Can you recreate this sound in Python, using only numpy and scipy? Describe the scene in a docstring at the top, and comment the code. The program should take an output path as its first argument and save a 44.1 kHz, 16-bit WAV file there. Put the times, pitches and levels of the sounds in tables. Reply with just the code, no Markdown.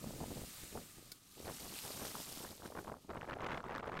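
"""A trike ploughs through a muddy puddle on a dirt track: its tyres throw a hissing spray over a low
drumming and a rolling whirr, while gusts buffet the microphone of a rider who follows. Just after one
second comes a sharp knock. Then the follower's tyres spray the track close by, flinging handfuls of
drops, and run dry at about three seconds. The gusts, faster and harder towards the end, overload the
microphone into a crackle."""
import sys
import numpy as np
from scipy import signal
from scipy.fft import rfft, irfft, next_fast_len
from scipy.io import wavfile
from scipy.ndimage import uniform_filter1d, map_coordinates

SR = 44100
rng = np.random.default_rng(int(sys.argv[2]) if len(sys.argv) > 2 else 0)


def master_out(mix):
    """Clip the mix to full scale and print it as 16-bit PCM to the path in sys.argv[1]."""
    frames = np.transpose(np.atleast_2d(mix))
    ceiling = np.clip(frames, -1, 1)
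    pcm = np.round(ceiling * 32767).astype(np.int16)
    wavfile.write(sys.argv[1], SR, pcm)


N = 176400

# Fader for the water the trike throws: time_s, level_db
TRIKE_SPRAY_LEVEL = [(0.0, -58), (0.238, -57), (0.488, -55), (0.618, -54.5), (0.802, -59), (0.952, -62),
                     (1.108, -64), (1.3, -77)]
# EQ of that spray: frequency_hz, gain_db
TRIKE_SPRAY_EQ = [(200, -7), (750, 0), (1000, -3), (1250, -2.5), (1600, -1), (3300, -0.5), (4300, 1.5),
                  (5600, 0), (9000, 3), (12500, 0.5), (15500, -5.5)]
# Fader for the drumming of wheels in deep water: time_s, level_db
DRUMMING_LEVEL = [(0, -64), (.07, -51), (.17, -59), (.24, -55.5), (.42, -58.5), (.52, -71.5), (.7, -70),
                  (.77, -56.5), (.88, -72), (1.2, -82), (1.5, -86)]
# EQ of the drumming: frequency_hz, gain_db
DRUMMING_EQ = [(60, -35), (130, -10), (185, 1.5), (260, -3.5), (400, -14), (800, -39)]
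# EQ of the tyres' dull rush on dirt: frequency_hz, gain_db
RUSH_EQ = [(25, 1), (110, 16), (300, 14), (750, -4), (1600, -7), (3500, 3), (7000, -1.5), (12000, -6),
           (15500, -16)]
# Fader for the tyres' hollow whirr: time_s, level_db
WHIRR_LEVEL = [(0, -69.5), (.6, -73), (.95, -75), (1.25, -77), (1.8, -71.5), (3, -78), (4, -78)]
# EQ of the whirr, one narrow peak: frequency_hz, gain_db
WHIRR_EQ = [(600, -38), (1000, -6), (1250, 5.5), (1500, -18.5), (2200, -25)]
# EQ of the ticking grit: frequency_hz, gain_db
GRIT_EQ = [(2500, -35), (5000, -7.5), (9000, -6), (12500, -10), (15500, -8)]
# Gusts at the microphone: time_s, strength_db
WIND_STRENGTH = [(0.0, -57.5), (0.03, -48.5), (0.08, -43), (0.17, -52), (0.22, -40.5), (0.269, -50.1),
                 (0.319, -42.5), (0.349, -51), (0.369, -46.5), (0.429, -48), (0.529, -65.5), (0.649, -54.5),
                 (0.698, -61.0), (0.768, -41), (0.788, -44), (0.808, -54), (0.928, -69), (0.988, -57),
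                 (1.018, -61.5), (1.12, -62), (1.157, -73), (1.35, -67), (1.367, -54.5), (1.417, -54.5),
                 (1.487, -44.5), (1.527, -53.5), (1.586, -58), (1.636, -48.5), (1.696, -54), (1.726, -49.5),
                 (1.816, -62.5), (1.856, -47.5), (1.916, -47.5), (1.966, -50.5), (2.035, -44.5),
                 (2.135, -54.5), (2.155, -46.5), (2.205, -48), (2.235, -61), (2.275, -53.5), (2.395, -52.5),
                 (2.444, -47.5), (2.474, -54.5), (2.524, -52.5), (2.604, -58.5), (2.654, -47.0),
                 (2.744, -52.5), (2.764, -45), (2.794, -45.5), (2.834, -55.5), (2.873, -44), (2.893, -44.5),
                 (2.97, -55), (2.985, -53), (3.0, -70), (3.03, -68), (3.04, -54), (3.065, -64),
                 (3.083, -63), (3.093, -44.5), (3.133, -47.0), (3.263, -48), (3.283, -42.5), (3.322, -42),
                 (3.392, -44.5), (3.472, -40), (3.552, -42.5), (3.622, -49), (3.672, -46), (3.751, -41.5),
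                 (3.811, -47), (3.881, -41), (3.931, -46.5), (3.971, -40.5), (3.991, -42)]
# How fast eddies pass at the reference strength: time_s, rate_hz
EDDY_RATE = [(0, 329.2), (.4, 372.1), (.8, 469.2), (1.3, 561.6), (2.0, 702.9), (2.7, 720.8), (3.1, 730.2),
             (3.4, 847.8), (3.75, 880.3), (4, 823.6)]
# EQ of the turbulence, sliding with that rate: multiple_of_eddy_rate, gain_db
EDDY_EQ = [(.03, -3.5), (.15, 0.5), (.45, 0.5), (1, -3), (1.6, -9), (2.6, -22), (5, -39), (12, -82),
           (20, -100)]
# EQ of the wind's rumble: frequency_hz, gain_db
RUMBLE_EQ = [(15, -32), (30, -8), (60, -3.5), (130, -2.5), (220, -16.5), (400, -12), (1500, -37),
             (5000, -100)]
# Single strong eddies, ahead of the overload: time_s, level_db, pitch_hz
EDDY_SLAPS = [(0.074, -41, 203), (0.2048, -43, 604), (0.2188, -37, 228), (0.2405, -35, 760),
              (0.3068, -44, 420.0), (0.3173, -37, 437), (0.762, -42, 694), (0.7749, -44, 408),
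              (2.154, -34.5, 1029), (2.622, -43, 1200), (2.7041, -41, 599.3), (2.7908, -43, 755),
              (2.8801, -33.5, 950), (2.8987, -35, 1052), (2.9193, -41, 606), (2.9416, -37.5, 1052),
              (3.096, -37.5, 374), (3.158, -36, 915), (3.2124, -38, 2380), (3.219, -34.0, 1440),
              (3.3107, -30.5, 1370.0), (3.3383, -36, 1230.0), (3.3701, -34, 659), (3.3984, -36, 1070.0),
              (3.4247, -33.5, 1040), (3.4536, -34.0, 1100), (3.4694, -31.0, 1280.0), (3.4869, -32, 1080.0),
              (3.5053, -33.0, 1010), (3.5205, -33.0, 1160), (3.553, -35.5, 830), (3.5745, -32, 1219),
              (3.6048, -33, 1300), (3.6416, -32.5, 1010), (3.6949, -33.5, 870), (3.7143, -44, 940.0),
              (3.7513, -26.5, 1330), (3.7616, -28, 1600), (3.7724, -34.5, 1340), (3.782, -26.5, 1200),
              (3.8311, -31.5, 1000), (3.8794, -32, 527), (3.897, -31, 780.0), (3.9198, -32.0, 1310),
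              (3.9754, -31.5, 1480)]
# The knock and its rebound: start_s, level_db
KNOCK_HITS = [(1.1181, -43.5), (1.1202, -49.5)]
# EQ of the knock's noise burst: frequency_hz, gain_db
KNOCK_EQ = [(200, -11), (800, -14), (1350, -8), (2600, -18), (3700, 0.5), (4700, 2), (6200, -5.5),
            (10000, -0.5), (15500, -2)]
# Partials the knock rings with: pitch_hz, relative_level_db, t60_s
KNOCK_PARTIALS = [(1466, -12.5, 0.074), (2260, -8.5, 0.035), (4250, -7, .03), (4570, -12, .03),
                  (4960, 2.5, .03)]
# Fader for the water the follower's tyres throw: time_s, level_db
NEAR_SPRAY_LEVEL = [(1.25, -68.5), (1.38, -60.5), (1.48, -55), (1.68, -53), (1.8, -50.5), (2.05, -50.5),
                    (2.22, -51.5), (2.42, -53), (2.6, -62.5), (2.66, -60.5), (2.74, -65.5), (2.81, -63),
                    (2.97, -73), (3.1, -74)]
# EQ of that close spray: frequency_hz, gain_db
NEAR_SPRAY_EQ = [(200, -56), (800, 3.5), (1250, 1), (1900, 0.5), (3000, 3.5), (4800, 5.5), (6800, 4.5),
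                 (9500, 6.5), (12500, 6), (15500, -3.5)]
# Thicker flings of drops: time_s, level_db
SPATTER_CUES = [(1.53, -55), (1.79, -51), (2.065, -50), (2.22, -57), (2.37, -56), (2.665, -61), (2.80, -63)]

RUSH_DB, GRIT_DB = -70, -78.5
WIND_REFERENCE_DB, WIND_TRIM_DB, EDDY_RATE_EXPONENT = -50, -2.63, .44
FLUTTER_DB, FLUTTER_HZ, LULL_DB, LULL_HZ = 5.2, 280, 2, 110
RUMBLE_DB, RUMBLE_DB_PER_WIND_DB = -69, 0.91
KNOCK_T60_S, KNOCK_TAIL_DB, KNOCK_TAIL_T60_S, KNOCK_RING_DB = .028, -17.5, 0.12, -3
OVERLOAD_DB, NOTCH_HZ, NOTCH_WIDTH_HZ, HIGH_CUT_HZ = -36, 10880, 980, 15800


def amp(db):
    """Decibels to gain."""
    return 10 ** (np.asarray(db) / 20)


def unit(x):
    """Normalise to rms 1."""
    return x / np.sqrt(np.mean(x ** 2) + 1e-20)


def curve(rows):
    """An automation line through rows of time_s, value."""
    return np.interp(np.arange(N) / SR, *np.transpose(rows))


def wobble(rate_hz):
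    """Smooth random modulation through rate_hz points a second."""
    return map_coordinates(rng.standard_normal(8192), [np.arange(N) * rate_hz / SR], mode="wrap")


def filtered(x, response):
    """Filter x by a gain given as a function of frequency."""
    size = next_fast_len(len(x) + SR // 2)
    return irfft(rfft(x, size) * response(np.fft.rfftfreq(size, 1 / SR)), size)[:len(x)]


def equalised(x, eq, frequency_scale=1):
    """Put x through an EQ curve and normalise it."""
    points, db = np.transpose(eq)
    return unit(filtered(x, lambda hz: amp(np.interp(np.log(hz + 1), np.log(points * frequency_scale), db))))


def noise(eq):
    """A steady bed of coloured noise at rms 1."""
    return equalised(rng.standard_normal(N), eq)


def decay(start_s, t60_s):
    """An envelope with an instant attack and an exponential tail."""
    age = np.arange(N) / SR - start_s
    return (age >= 0) * amp(-60 * np.abs(age) / t60_s)


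def pings(spread_db, decay_cycles, count):
    """Tiny damped rings of random pitch and size: drops landing, bubbles bursting or grit ticking."""
    when, pitch, size = rng.random((count, 3)).T
    hz = 1200 * (15000 / 1200) ** (pitch ** .6)
    offsets = np.arange(256)
    cycles = hz[:, None] * offsets / SR
    strength = np.sqrt(hz) * amp(spread_db * np.minimum(-np.log(1 - size), 5))
    rings = strength[:, None] * np.sin(2 * np.pi * cycles) * np.exp(-cycles / decay_cycles)
    positions = (when * N).astype(int)[:, None] + offsets
    return unit(np.bincount(positions.ravel(), rings.ravel(), N)[:N])


def spray(eq, drops_db, spread_db, surge_db):
    """Mist and droplets, surging a little with the tread."""
    mist = rng.standard_normal(N)
    drops = amp(drops_db) * pings(spread_db, decay_cycles=1.8, count=9000)
    spectra = signal.stft(mist + drops, nperseg=256)[2]
    # Random patches of about 1 dB, across pitch and time, roughen the hiss.
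    patches = uniform_filter1d(rng.standard_normal(spectra.shape), size=5, axis=0)
    patches_db = unit(uniform_filter1d(patches, size=6, axis=1))
    water = signal.istft(spectra * amp(patches_db), nperseg=256)[1][:N]
    return equalised(water, eq) * amp(surge_db * wobble(rate_hz=90))


def trike_spray(trim_db=2.5):
    """The trike's tyres throw water up ahead: a hiss that swells and dies away."""
    fade_out_db = 60 * np.maximum(np.arange(N) / SR - TRIKE_SPRAY_LEVEL[-1][0], 0)
    fader = amp(curve(TRIKE_SPRAY_LEVEL) - fade_out_db + trim_db)
    return fader * spray(TRIKE_SPRAY_EQ, drops_db=-7.5, spread_db=1, surge_db=.45)


def drumming():
    """A low flutter, probably water drumming against the frame."""
    return amp(curve(DRUMMING_LEVEL)) * noise(DRUMMING_EQ)


def rolling_tyres():
    """Tyres on damp dirt: a dull rush, a hollow whirr and fine ticks of grit."""
    rush = amp(RUSH_DB + 2.4 * wobble(rate_hz=29.25)) * noise(RUSH_EQ)
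    whirr = amp(curve(WHIRR_LEVEL)) * noise(WHIRR_EQ)
    grit = amp(GRIT_DB) * equalised(pings(spread_db=2.5, decay_cycles=2.8, count=300), GRIT_EQ)
    return rush + whirr + grit


def wind():
    """Eddies sweep over the microphone: each surge is both louder and faster, over a low rumble."""
    strength_db = curve(WIND_STRENGTH) - WIND_REFERENCE_DB
    flutter_db = FLUTTER_DB * 2 * np.tanh(wobble(FLUTTER_HZ) / 2)
    lull_db = LULL_DB * np.tanh(wobble(LULL_HZ))
    flow = amp(strength_db) * unit(amp(flutter_db + lull_db))
    # Varispeed: stronger flow runs through the turbulence faster, so it brightens.
    eddies_passed = np.cumsum(curve(EDDY_RATE) * flow ** EDDY_RATE_EXPONENT) / SR
    samples_per_eddy = 32
    turbulence = equalised(rng.standard_normal(N), EDDY_EQ, frequency_scale=SR / samples_per_eddy)
    buffet = flow * map_coordinates(turbulence, [eddies_passed * samples_per_eddy], mode="wrap")
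    rumble = amp(RUMBLE_DB + RUMBLE_DB_PER_WIND_DB * strength_db) * noise(RUMBLE_EQ)
    return amp(WIND_REFERENCE_DB + WIND_TRIM_DB) * buffet + rumble


def wind_slaps(half_width_cycles=.85):
    """A single strong eddy gives one quick suck of pressure with a push on either side."""
    t, pressure = np.arange(N) / SR, np.zeros(N)
    for time_s, db, hz in EDDY_SLAPS:
        span = np.abs(t - time_s) < 2 / hz
        cycles = (t[span] - time_s) * hz
        envelope = amp(db) * np.exp(-(cycles / half_width_cycles) ** 2)
        pressure[span] -= envelope * np.cos(2 * np.pi * cycles + rng.uniform(-1.3, 1))
    return pressure


def knock():
    """A hard double tick, probably a part of the bike: a short ring and a rattling tail."""
    envelope = np.zeros(N)
    for start_s, db in KNOCK_HITS:
        tail = amp(KNOCK_TAIL_DB) * decay(start_s, KNOCK_TAIL_T60_S)
        envelope += amp(db) * (decay(start_s, KNOCK_T60_S) + tail)
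    first_s, first_db = KNOCK_HITS[0]
    age = np.arange(N) / SR - first_s
    ring = sum(amp(first_db + db) * decay(first_s, t60_s) * np.sin(2 * np.pi * hz * age)
               for hz, db, t60_s in KNOCK_PARTIALS)
    return envelope * noise(KNOCK_EQ) + amp(KNOCK_RING_DB) * ring


def near_spray(trim_db=2.07):
    """The follower's tyres throw a closer, grainier spray that fades as they run dry."""
    t = np.arange(N) / SR
    fade_in_db = 120 * np.maximum(NEAR_SPRAY_LEVEL[0][0] - t, 0)
    fade_out_db = 25 * np.maximum(t - NEAR_SPRAY_LEVEL[-1][0], 0)
    fader = amp(curve(NEAR_SPRAY_LEVEL) - fade_in_db - fade_out_db + trim_db)
    return fader * spray(NEAR_SPRAY_EQ, drops_db=-4, spread_db=3.5, surge_db=.9)


def spatters(half_width_s=0.019):
    """Now and then a tyre flings a thicker handful of drops."""
    t = np.arange(N) / SR
    swells = sum(amp(db) * np.exp(-((t - time_s) / half_width_s) ** 2) for time_s, db in SPATTER_CUES)
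    return swells * equalised(pings(spread_db=4, decay_cycles=2, count=6000), NEAR_SPRAY_EQ)


def scene():
    """Water, wheels and wind in one mono mix."""
    water = trike_spray() + near_spray() + spatters() + drumming()
    return (water + rolling_tyres() + knock() + wind() + wind_slaps())[None]


def record(dry):
    """The microphone overloads hard on the strongest peaks, then adds a treble notch and a high cut."""
    def response(hz):
        notch = np.abs(hz - NOTCH_HZ) / np.hypot(hz - NOTCH_HZ, NOTCH_WIDTH_HZ / 2)
        return notch * (hz < HIGH_CUT_HZ)

    overloaded = np.clip(dry[0], -amp(OVERLOAD_DB), amp(OVERLOAD_DB))
    return filtered(overloaded, response)[None]


dry = scene()
out = record(dry)
master_out(out)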